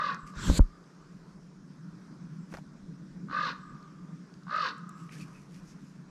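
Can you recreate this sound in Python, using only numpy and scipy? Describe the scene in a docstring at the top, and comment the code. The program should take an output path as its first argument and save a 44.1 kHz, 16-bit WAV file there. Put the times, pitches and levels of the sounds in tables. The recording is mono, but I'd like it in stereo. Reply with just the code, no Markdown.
"""A quiet wood, heard in stereo from a camera: lumpy low rumble, wind on the microphone ports, soft leaf hiss.
A bull elk off to the left is already in the first of three hoarse grunts: flapping folds swell a cry and
puff air through the throat, and sparse taps off the trees carry it on. Within the first second cloth drags
close over the housing (shaped noise) and ends in knocks (ringing modes and a slow bounce). Twigs tick, leaves
rustle in grainy noise and faint fuzzy lines whistle or scrape; two more grunts follow after three seconds."""
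import sys
import numpy as np
from scipy import signal
from scipy.fft import rfft, irfft
from scipy.io import wavfile
from scipy.ndimage import uniform_filter1d

SR = 44100
rng = np.random.default_rng(int(sys.argv[2]) if len(sys.argv) > 2 else 0)


def dump(signal):
    """Clip the signal to [-1, 1] and save it as 16-bit WAV at the path in sys.argv[1]."""
    limited = np.clip(np.atleast_2d(signal).T, -1, 1)
    pcm = np.round(limited * 32767).astype(np.int16)
    wavfile.write(sys.argv[1], SR, pcm)


N = 269010  # samples

# Spectra are joined on a log axis; shape_db columns are dB per Hz, side_db columns are left minus right.
# rumble of the place: start_s, level_db; and its spectrum: freq_hz, shape_db
RUMBLE_LEVEL = [(0, -46.5), (.4, -44.5), (.85, -51.5), (1.3, -49.5), (1.65, -48.5), (2.4, -42),
                (2.95, -45.5), (3.3, -43), (3.85, -46), (4.85, -47.5), (5.3, -44.5), (6.1, -49)]
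RUMBLE_SHAPE = [(62, -64), (105, -40), (113, -47.5), (133, -14.5), (162, 10.5), (189, 1.5), (231, -8.5),
                (285, -6.5), (354, -19), (500, -33.5), (650, -35.5), (1100, -120)]
# wind on the microphone ports: start_s, level_db; freq_hz, shape_db
WIND_LEVEL = [(0.9, -73), (1.28, -63.5), (1.68, -71.5), (3.12, -66.5), (4.88, -75.5), (5.58, -66),
              (5.75, -71), (6.1, -68)]
WIND_SHAPE = [(10, -23.5), (30, 13.5), (60, 4), (100, 6), (140, -48.5)]
# far leaf hiss: start_s, swell_db (weighted by AIR_SWELL about -60 dB); freq_hz, shape_db
AIR_LEVEL = [(1.3, -67.5), (1.6, -72.5), (1.95, -65.5), (2.35, -66.5), (2.8, -69.5), (3.2, -68)]
AIR_SHAPE = [(210, -28), (350, -1.5), (408, -5.5), (507, -9.5), (649, -11.5), (793, -13), (1020, -5),
             (1360, -4), (1490, -5), (2030, -16.5), (2860, -24.5), (5460, -20.5), (8280, -30.5),
             (11800, -40.5), (14000, -57.5)]
AIR_SWELL = [(600, 0.27), (1300, 1.0), (2500, 0.38)]  # freq_hz, share of the swell that is heard
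# stereo field: freq_hz, likeness of the ears (0-1); freq_hz, side_db;
# freq_hz, phase_rad by which the left ear leads the right
SAME = [(60, 0.92), (130, 0.44), (290, 1), (640, 0.44), (1410, 0.51), (3100, 0.2), (6810, 1), (15000, 0.16)]
LEAN = [(60, -0.5), (180, -2.5), (550, -3.5), (1650, -0.5), (4970, 1), (15000, 3)]
LEAD = [(0, 0.76), (2760, 0.58), (4220, -1.6), (5510, 0.58), (12700, 1), (15200, -0.3)]
# the drag jolts the microphone ports
JOLT_S, JOLT_RISE_DB_PER_S, JOLT_FALL_DB_PER_S = 0.502, 296, 148
JOLT_WIND_DB, JOLT_RUMBLE_DB = -28.5, -29.5

# one row a grunt: first_flap_s, length_s, effort_db, top_pitch_hz, settled_flaps_per_s, settle_s,
# fullest_breath_db (against effort), opening_pitch_hz, held_until_s, closing_pitch_hz, upper_throat_db, rasp_hz
GRUNTS = [(-.0735, 0.27, -25.5, 1216, 42.3, 0.086, -18.5, 1071, 0.089, 1111, 0.5, 3800),
          (3.285, .275, -26, 1203, 43.5, .12, -4, 1088, 0.17, 1078, 2.5, 4060),
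          (4.468, 0.28, -25, 1289, 44.5, .145, -6.5, 964.5, .11, 1091, 0.5, 4280)]
# upper throat and nose: freq_hz (at a cry pitch of 1200 Hz), width_hz, relative_db, lag_flaps
THROAT = [(1040, 90, -16, .6), (1520, 80, -13, .6), (1690, 80, -15, .4), (1900, 80, -21, .3),
          (2050, 100, -25, .3), (2560, 160, -28, .2)]
# breath noise: freq_hz, shape_db
BREATH_SHAPE = [(1290, -35), (2100, -2), (2350, -14), (2560, -3.5), (2950, -2.5), (3230, -9), (3600, -2.5),
                (4050, -4.5), (4600, -5), (5230, -9), (5800, -14), (9000, -41.5), (11700, -72),
                (19800, -120)]
# elk heard from the left: freq_hz, side_db
ELK_SIDE = [(300, 1), (600, 7), (900, 11), (1250, 16), (1700, 9), (2400, 5), (4400, 6), (9000, 3)]
# decay of the wood's echo: freq_hz, t60_s; and its colour: freq_hz, level_db
WOODS_T60 = [(500, .7), (950, 1.), (1230, 1.75), (1550, 1.4), (1900, 1.05), (2400, .8), (4000, .65),
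             (8000, .4)]
WOODS_COLOUR = [(600, 0), (1000, -2), (1230, -1), (1500, -3.5), (2000, -3), (4000, 1)]
TRUNKS_T60 = [(500, 0.3), (5000, 0.15)]  # near trunks: freq_hz, t60_s
TRUNKS_DB, WOODS_DB = -14, -19.5
CLUMP_S = .012  # trunks stand in clumps, so the echo flutters
FIRST_FLAPS_PER_S, SETTLE_BEND = 80, 1.6
SWELL_RISE, SWELL_HOLD, SWELL_FALL = .34, .44, .36  # shares of one flap
# the attack takes a share of the settling time
ATTACK_SHARE, ATTACK_DB, SAG_DB, RELEASE_S, RELEASE_DB, FADE_S = 0.62, -24.5, -2.5, 0.093, -13.5, 0.068
TOP_S, CLOSE_S = .1, 0.19  # the cry pitch reaches its top, and has sunk to its close
LOWEST_HZ, LOWEST_FOLLOWS = 557, 1.53  # lowest throat resonance at a 1200 Hz cry; how steeply it follows the pitch
RASP_WIDTH_HZ, RASP_DB = 1200, -9  # the breath rings in one wide high pocket of the throat
HISS_DB, HISS_FROM_S, HISS_DB_PER_S = -24, 0.076, 107  # breath against effort
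BREATH_DIES_S, BREATH_GONE_S = 0.049, 0.012  # before the end
SLAP_FIRST, SLAP_LATER, SLAP_S = .9, .1, .08  # share of bare fold slaps
ROUGH_HELD, ROUGH_FROM_S, ROUGH_END, ROUGH_BEFORE_END_S = .15, .16, .95, .05
PUFF_HELD = .65  # share of air in what rings the throat while the cry is held

# twig and leaf ticks: start_s, peak_db, centre_hz, side_db, woody_body_db (against the peak)
TICKS = [(0.145, -40, 5600, 3, -7.5), (0.337, -56, 4000, 2, 8), (0.356, -55, 6000, -11, 6),
         (0.6047, -47, 7560, 5, 11), (0.84, -59, 3974, -14, -8.5), (2.5239, -63, 4930, 3, 23),
         (2.5391, -46.5, 4360, -3.5, 15), (2.5487, -54.5, 5000, 3, 20.5), (2.57, -45.5, 4000, -4, 9),
         (2.584, -59, 5300, 3, 18), (3.5297, -56, 4370, 5, 12), (3.827, -52.5, 4530, 5, -7),
         (4.3396, -47, 4470, 2, -28), (4.433, -52.5, 4700, 3, -9), (4.562, -48.5, 6100, 7, 5),
         (4.781, -62.5, 7700, 31, -22), (4.8922, -44, 7360, 6, -10), (5.0927, -44, 1980, -4, -10),
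         (5.5456, -50, 5000, -1.7, -22)]
TICK_WIDTH = 0.47  # against the centre
# faint fuzzy lines: start_s, end_s, start_hz, end_hz, width_hz, level_db (before the fades)
WHISTLES = [(.15, .36, 7750, 7600, 260, -74), (.6, .93, 4800, 4800, 3, -81),
            (1.1, 1.85, 5320, 5320, 3, -82), (2.37, 2.46, 7500, 7600, 250, -78),
            (3.578, 3.783, 7800, 7600, 250, -78), (4.925, 5.065, 7400, 7800, 300, -73),
            (5.104, 5.142, 2380, 2400, 550, -58), (5.15, 5.177, 1810, 1780, 200, -60),
            (5.11, 5.185, 9140, 9600, 400, -77), (5.193, 5.252, 2630, 2390, 260, -57),
            (5.187, 5.24, 4500, 4500, 500, -63.5), (5.32, 5.435, 2560, 2460, 220, -67),
            (5.658, 5.74, 5840, 5800, 2300, -64)]
# knocks on the housing: start_s, rap_db, bounce_db, side_db
KNOCKS = [(0.219, -65, -38, 2), (0.358, -61, -29.5, -7), (0.481, -30, -8, -4), (.497, -16, -9.5, -5),
          (0.512, -30, -22, -8), (0.569, -35, -22, -5), (.592, -15, -0.5, -7.5)]
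# ringing modes of the housing: freq_hz, relative_db, t60_s
HOUSING = [(174, 10, 0.03), (254, 8.5, 0.027), (525, 1.5, 0.022), (925, 4.5, 0.0099), (1380, -6, 0.013)]
BOUNCE_HZ, BOUNCE_T60_S = 31.5, 0.11  # the camera rocking on its mount, once its pitch has sunk
# leaf stirs: peak_s, peak_db, rise_s, fall_s; spectrum of the leaves: freq_hz, shape_db
RUSTLE = [(.272, -64, 0.0078, .04), (2.546, -67.5, 0.047, 0.056), (5.01, -71.5, 0.06, 0.12),
          (5.14, -62, 0.03, 0.11), (5.215, -63.5, 0.031, 0.031), (5.37, -72, 0.15, 0.11),
          (5.562, -68, 0.064, 0.052), (5.696, -71, 0.088, 0.07), (5.85, -75.5, 0.087, 0.11)]
LEAVES_SHAPE = [(880, -46), (1500, -4), (2530, -0.5), (3180, -7), (3360, -10), (3990, -9), (5610, -3),
                (7750, -9.5), (11900, -16.5), (14500, -38)]
SMALL_TICKS_PER_S, SMALL_TICK_DB = 140, 0.5  # crisp grains within the rustle, against its hiss
# cloth drag: start_s, hiss_db (before the changes of tone), handling_rumble_db
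DRAG = [(0.33, -45, -54), (0.386, -42.5, -40.5), (0.43, -40.5, -41.5), (0.47, -38.5, -31.5),
        (.52, -37.5, -37), (0.58, -29, -51), (0.6, -25, -11)]
# cloth still slack, then pulled tight at the end of the drag: freq_hz, shape_db
SLACK_CLOTH = [(290, -15), (500, -6), (769, -46), (996, 5), (1090, -3.5), (1490, 3), (1870, -6.5),
               (3140, -4.5), (5650, -3), (6720, -7.5), (7430, -3.5), (8950, -18.5), (13600, -26),
               (14600, -46), (15400, -84)]
TIGHT_CLOTH = [(290, -28), (500, -0.5), (647, -26), (1020, -5.5), (1330, -23), (1470, 2), (1580, -5),
               (1850, -7), (1980, -8), (2420, -11), (2680, -15), (3500, -4.5), (4180, -1.5), (4750, -7),
               (5570, -19.5), (7220, -5), (10500, -22.5), (11900, -18.5), (15400, -37)]
# place of the cloth across the microphones: freq_hz, side_db
CLOTH_SIDE = [(60, -5), (110, -2), (200, -14), (380, -25), (700, -7), (1290, -1), (2380, 0.5), (4400, -3.5),
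              (8120, 11), (15000, 4)]
# handling rumble: freq_hz, shape_db; freq_hz, side_db
SHAKE_SHAPE = [(15, -24), (40, -27.0), (120, 8.5), (300, -4.0), (700, -30), (4000, -63), (12000, -110)]
SHAKE_SIDE = [(30, -6), (300, -4)]
DRAG_STOP_S = .592
TIGHT_FROM_S, TIGHT_S, TIGHT_DB = 0.496, 0.543, -1
EDGE_HZ = 15600  # upper band limit


def amp(db):
    """Amplitude factor for a level in dB."""
    return 10 ** (np.asarray(db) / 20)


def evened(x):
    """Scales a signal to rms 1."""
    return x / np.sqrt(np.mean(abs(x) ** 2) + 1e-20)


def read(points, hz):
    """A spectrum table, joined on a log axis."""
    f, value = np.transpose(points)
    return np.interp(np.log(hz + 1), np.log(f + 1), value)


def curve(rows, t):
    """All columns of a curve table at times t."""
    s, *columns = np.transpose(rows)
    return [np.interp(t, s, c) for c in columns]


def ramp(t, start, end):
    """Climbs straight from 0 to 1 between two times."""
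    return np.clip((t - start) / (end - start), 0, 1)


def add(mix, s, sound):
    """Lays a sound into the mix from s seconds on."""
    part = mix[..., round(s * SR):][..., :sound.shape[-1]]
    part += sound[..., :part.shape[-1]]


def pan(db):
    """Left and right gains for a level difference."""
    return amp(np.array([db / 2, -db / 2]))


def resonate(x, hz, width):
    """Shifts the curve hz down to zero, smooths twice, shifts back: a steep resonance."""
    turn = np.exp(2j * np.pi * np.cumsum(hz * np.ones(len(x))) / SR)
    r = np.exp(-np.pi * width / SR)
    smooth = signal.lfilter([(1 - r) ** 2], [1, -2 * r, r * r], x / turn + 1e-18)
    return 2 * (turn * smooth).real


def noise(level_db, same, lean, size, patchy_db, band=(0, SR), lead=((0, 0), (1, 0))):
    """Stereo noise; level_db(hz, t) gives shape and swell, and a steady shape has rms 1 in the band."""
    hz = np.fft.rfftfreq(size, 1 / SR)[:, None]
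    t = np.arange(4 * N // size + 5) * size / 4 / SR
    a, b, c, d, patches = rng.standard_normal((len(t), len(hz), 5)).T
    patches = uniform_filter1d(patches, size=size // 64, axis=0)
    patches = evened(uniform_filter1d(patches, size=12000 // size, axis=1))
    same, left = np.clip(same, 0, 1), a + 1j * b
    right = same * left + np.sqrt(1 - same ** 2) * (c + 1j * d)
    z = np.array([left * np.exp(1j * read(lead, hz)), right])
    shape_db, swell_db = level_db(hz, t)
    inside = (hz >= band[0]) & (hz < band[1])
    gain = amp(shape_db + swell_db + patchy_db * patches) / np.linalg.norm(amp(shape_db)[inside])
    z *= pan(read(lean, hz)) * gain
    return signal.istft(z, nperseg=size, noverlap=3 * size // 4)[1][:, :N]


def background():
    """Three shaped noises: patchy low rumble, deep wind on the microphone ports, hiss of far leaves."""
    def jolt_db(s):
        return np.minimum(JOLT_RISE_DB_PER_S * (s - JOLT_S), JOLT_FALL_DB_PER_S * (JOLT_S - s))

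    def rumble_db(hz, s):
        return read(RUMBLE_SHAPE, hz), np.maximum(curve(RUMBLE_LEVEL, s)[0], JOLT_RUMBLE_DB + jolt_db(s))

    def wind_db(hz, s):
        return read(WIND_SHAPE, hz), np.maximum(curve(WIND_LEVEL, s)[0], JOLT_WIND_DB + jolt_db(s))

    def air_db(hz, s):
        return read(AIR_SHAPE, hz), (curve(AIR_LEVEL, s)[0] + 60) * read(AIR_SWELL, hz) - 56

    same = read(SAME, np.fft.rfftfreq(1024, 1 / SR)[:, None])
    rumble = noise(rumble_db, 0.64, LEAN, size=2048, patchy_db=2.0, band=(110, 330))
    wind = noise(wind_db, 0.9, LEAN, size=4096, patchy_db=3.5)
    air = noise(air_db, same, LEAN, size=1024, patchy_db=1.8, band=(900, 1900), lead=LEAD)
    return rumble + wind + air


def flap_swell(turns, lag, floor):
    """In each turn of the folds the sound opens, holds and dies above a steady floor."""
    part = (turns - lag + .33) % 1
    rise = lambda x: np.sin(np.pi / 2 * np.clip(x, 0, 1)) ** 2
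    return evened(floor + rise(part / SWELL_RISE) * rise(1 - (part - SWELL_HOLD) / SWELL_FALL))


def upper_throat(turns, puffs, stretch, airy, throat_db):
    """Upper throat and nose resonances, rung by puffs of air and by one push a flap."""
    total = 0
    for puff, (f, width, db, lag) in zip(puffs, THROAT):
        push = np.diff(np.floor(turns - lag + .2), prepend=-1).clip(0)
        aired = flap_swell(turns, lag, .7) * evened(resonate(puff, f * stretch, width))
        pushed = evened(resonate(push, f * stretch, width))
        total = total + amp(db + throat_db) * (airy * aired + np.sqrt(1 - airy ** 2) * pushed)
    return total


def throat_breath(turns, air, rasp_hz):
    """Turbulent breath, gusting with the flaps, plus its ringing in a wide high pocket."""
    gust = flap_swell(turns, .8, 1.8)
    shape = amp(read(BREATH_SHAPE, np.fft.rfftfreq(len(air), 1 / SR)))
    breath = evened(gust * irfft(rfft(air) * shape, len(air)))
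    return breath + amp(RASP_DB) * gust * evened(resonate(air, rasp_hz, RASP_WIDTH_HZ))


def grunt(length, effort_db, top_hz, settled, settle_s, fullest_db, open_hz, held_s, close_hz, throat_db, rasp_hz):
    """A cry near 1.2 kHz swells once in each slow fold flap; puffs of air ring the throat in between."""
    t = np.arange(0, length, 1 / SR)
    attack_s = ATTACK_SHARE * settle_s
    level_db = (effort_db + ATTACK_DB * (1 - ramp(t, 0, attack_s)) ** 2.28
                + SAG_DB * ramp(t, attack_s, length - RELEASE_S) ** 2
                + RELEASE_DB * ramp(t, length - RELEASE_S, length))
    rate = settled + (FIRST_FLAPS_PER_S - settled) * (1 - ramp(t, 0, settle_s)) ** SETTLE_BEND
    turns = np.cumsum(rate) / SR
    hz = (top_hz - (top_hz - open_hz) * (1 - ramp(t, 0, TOP_S)) ** 2
          - (top_hz - close_hz) * ramp(t, held_s, CLOSE_S) ** 1.373)
    low_hz = LOWEST_HZ * (hz / 1200) ** LOWEST_FOLLOWS
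    hiss_db = np.minimum(HISS_DB + HISS_DB_PER_S * np.maximum(t - HISS_FROM_S, 0), fullest_db)
    slap = SLAP_LATER + (SLAP_FIRST - SLAP_LATER) * np.cos(np.pi / 2 * ramp(t, 0, SLAP_S)) ** 2
    roughening = np.sin(np.pi / 2 * ramp(t, ROUGH_FROM_S, length - ROUGH_BEFORE_END_S))
    rough = ROUGH_HELD + (ROUGH_END - ROUGH_HELD) * roughening
    wander_air, rasp_air, low_air, breath_air, *puffs = rng.standard_normal((len(THROAT) + 4, SR))[:, :len(t)]

    sag = 1 - .022 * np.sin(2 * np.pi * (turns - .2))  # the pitch slides down through each swell
    wander = 1 + .011 * evened(uniform_filter1d(wander_air, size=300))
    cry = flap_swell(turns, .2, .26) * np.sqrt(2) * np.sin(2 * np.pi * np.cumsum(hz * sag * wander) / SR)
    rasp = evened(resonate(rasp_air, 1.163 * hz, 320))
    stretch = (hz / 1200) ** .4  # the throat follows the pitch only in part
    airy = PUFF_HELD + (1 - PUFF_HELD) * rough
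    upper = upper_throat(turns, puffs, stretch, airy, throat_db)

    slaps = np.diff(np.floor(turns), prepend=-1)
    slaps = uniform_filter1d(uniform_filter1d(slaps, size=4), size=3)  # soft-edged
    lowest = evened(resonate(slaps, low_hz, 110)) + evened(resonate(low_air, low_hz, 120))
    lowest = amp(-20.5) * evened(lowest)
    snap = resonate(slaps, 1.106 * hz, 230) + 0.66 * resonate(slaps, 1480, 170)
    snap = evened(snap + 0.02 * resonate(slaps, 3700, 1400))

    breath_fade = 1 - ramp(t, length - BREATH_DIES_S, length - BREATH_GONE_S)
    breath = amp(hiss_db) * throat_breath(turns, breath_air, rasp_hz) * breath_fade
    held = np.sqrt(1 - rough ** 2) * cry + 0.68 * rough * rasp + (0.73 + 1.44 * rough) * upper + lowest
    voice = (1 - slap) * held + 0.98 * slap * snap
    return amp(level_db) * (1 - ramp(t, length - FADE_S, length)) * (voice + breath)


def scatter(start, t60_table, clump_db):
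    """Sparse taps of random sign, each band dying at its own speed, other taps for each ear."""
    taps = np.zeros((2, 2 * SR))
    slots = np.arange(round(start * SR), 2 * SR - 20, 20)  # one tap in every 20 samples
    at = slots + rng.integers(0, 20, (2, len(slots)))
    np.put_along_axis(taps, at, rng.choice([-1., 1.], (2, len(slots))), 1)
    clump = round(CLUMP_S * SR)
    taps *= amp(clump_db * rng.standard_normal(2 * SR // clump + 1).repeat(clump)[:2 * SR])
    hz, t, z = signal.stft(taps, SR, nperseg=512)
    tail = signal.istft(z * amp(-60 * t / read(t60_table, hz)[:, None]), SR, nperseg=512)[1]
    return tail / np.linalg.norm(tail[0])


def elk():
    """Grunts from the left, shadowed on the right, smeared by near trunks and carried on by the wood."""
    call = np.zeros(SR + N)  # begins one second early: the first grunt is already under way
    for start, *row in GRUNTS:
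        add(call, 1 + start, grunt(*row))
    hz = np.fft.rfftfreq(len(call), 1 / SR)
    side_db = read(ELK_SIDE, hz)
    direct = irfft(rfft(call) * amp(np.array([0 * side_db, -side_db])), len(call))
    far = irfft(rfft(call) * amp(read(WOODS_COLOUR, hz)), len(call))
    near_taps = scatter(0.004144, TRUNKS_T60, clump_db=-2.5)
    far_taps = scatter(.03, WOODS_T60, clump_db=4.)
    trunks = signal.fftconvolve(call[None], near_taps, axes=1)[:, :len(call)]
    woods = signal.fftconvolve(far[None], far_taps, axes=1)[:, :len(call)]
    return (direct + amp(TRUNKS_DB) * trunks + amp(WOODS_DB) * woods)[:, SR:]


def ticks():
    """Twigs and leaves: each a bright burst of a few milliseconds over a duller woody body."""
    out, t = np.zeros((2, N)), np.arange(800) / SR
    for s, db, hz, side_db, body_db in TICKS:
        burst = rng.standard_normal(len(t))
        snap = resonate(burst * amp(-60 * t / .011) * (1 - np.exp(-t / .0003)), hz, TICK_WIDTH * hz)
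        body = resonate(burst * amp(-60 * t / 0.046), 310, 1700)
        both = snap / abs(snap).max() + amp(body_db) * body / abs(body).max()
        add(out, s, amp(db) * both * pan(side_db)[:, None])
    return out


def whistles():
    """Noise through gliding resonances: thin faint whistles high up and small scrapes."""
    out = np.zeros((2, N))
    for s, end, start_hz, end_hz, width, db in WHISTLES:
        size = round((end - s) * SR)
        line = evened(resonate(rng.standard_normal(size), np.linspace(start_hz, end_hz, size), width))
        add(out, s, amp(db) * line * signal.windows.tukey(size, .6) * pan(1.5)[:, None])
    return out


def knocks():
    """A short rap rings the housing's modes, then comes a slow bounce whose pitch sinks."""
    out, t = np.zeros((2, N)), np.arange(SR // 3) / SR
    rap = sum(amp(db - 60 * t / t60) * np.sin(2 * np.pi * hz * t) for hz, db, t60 in HOUSING)
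    rap = rap * (1 - np.exp(-t / 0.0029))
    late = np.maximum(t - .007, 0)
    turns = BOUNCE_HZ * (late + 0.013 * (1 - np.exp(-late / 0.0054)))
    swing = np.sin(2 * np.pi * turns) * amp(-60 * late / BOUNCE_T60_S) * (1 - np.exp(-(late / .004) ** 2))
    bounce = np.array([swing * (1 - np.exp(-(late / .009) ** 4)), swing])  # it reaches the left port late
    for s, rap_db, bounce_db, side_db in KNOCKS:
        add(out, s, (amp(rap_db) * rap + amp(bounce_db) * bounce) * pan(side_db)[:, None])
    return out


def rustle():
    """Grainy leaf noise that swells and dies with each stir."""
    t = np.arange(N) / SR
    power = sum(amp(2 * db) * np.exp(-2 * ((t - s) / np.where(t < s, rise, fall)) ** 2)
                for s, db, rise, fall in RUSTLE)
    grain = amp(0.62 * np.minimum(rng.exponential(1, N // 64 + 1), 5)).repeat(64)[:N]
    grain = evened(uniform_filter1d(grain, size=64))
    small_ticks = rng.random(N) < SMALL_TICKS_PER_S / SR
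    crisp = signal.lfilter([1], [1, -np.exp(-1 / (.0015 * SR))], small_ticks)  # each dies in 1.5 ms
    grain = evened(grain + amp(SMALL_TICK_DB) * crisp)
    leaves_db = lambda hz, s: (read(LEAVES_SHAPE, hz), 0 * s)
    hiss = noise(leaves_db, 0.66, LEAN, size=256, patchy_db=-0.5, band=(6500, 13000))
    return np.sqrt(power) * grain * hiss


def drag():
    """Cloth hiss that brightens as it speeds up, and the shaking that it sends through the housing."""
    t = np.arange(N) / SR
    hiss_db, shake_db = curve(DRAG, t)
    on = ramp(t, DRAG[0][0], DRAG[0][0] + 0.061) * np.clip((DRAG_STOP_S - t) / 0.012, 0, 1)

    def cloth_db(hz, s):
        slack_db = read(SLACK_CLOTH, hz)
        slowness_db = np.minimum(curve(DRAG, s)[0] + 39, 0)  # a slow drag loses treble
        octaves = 0.98 * np.log2(np.maximum(hz, 1500) / 1500) + 0.78 * np.log2(np.maximum(hz, 7500) / 7500)
        tightening = ramp(s, TIGHT_FROM_S, TIGHT_S) * (read(TIGHT_CLOTH, hz) - slack_db + TIGHT_DB)
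        return slack_db, slowness_db * octaves + tightening

    hiss = noise(cloth_db, .4, CLOTH_SIDE, size=256, patchy_db=2.5, band=(2000, 9000))
    low_db = lambda hz, s: (read(SHAKE_SHAPE, hz), 0 * s)
    shake = noise(low_db, .9, SHAKE_SIDE, size=2048, patchy_db=2.)
    return on * (amp(hiss_db) * hiss + amp(shake_db) * shake)


def scene():
    """The wood, the elk in it, and the small sounds close to the microphones."""
    return background() + elk() + ticks() + whistles() + knocks() + rustle() + drag()


def record(dry):
    """The band limit: a steep linear-phase low-pass."""
    low_pass = signal.firwin(511, EDGE_HZ, window=("kaiser", 9), fs=SR)
    return signal.oaconvolve(dry, low_pass[None], "same")


dry = scene()
out = record(dry)
dump(out)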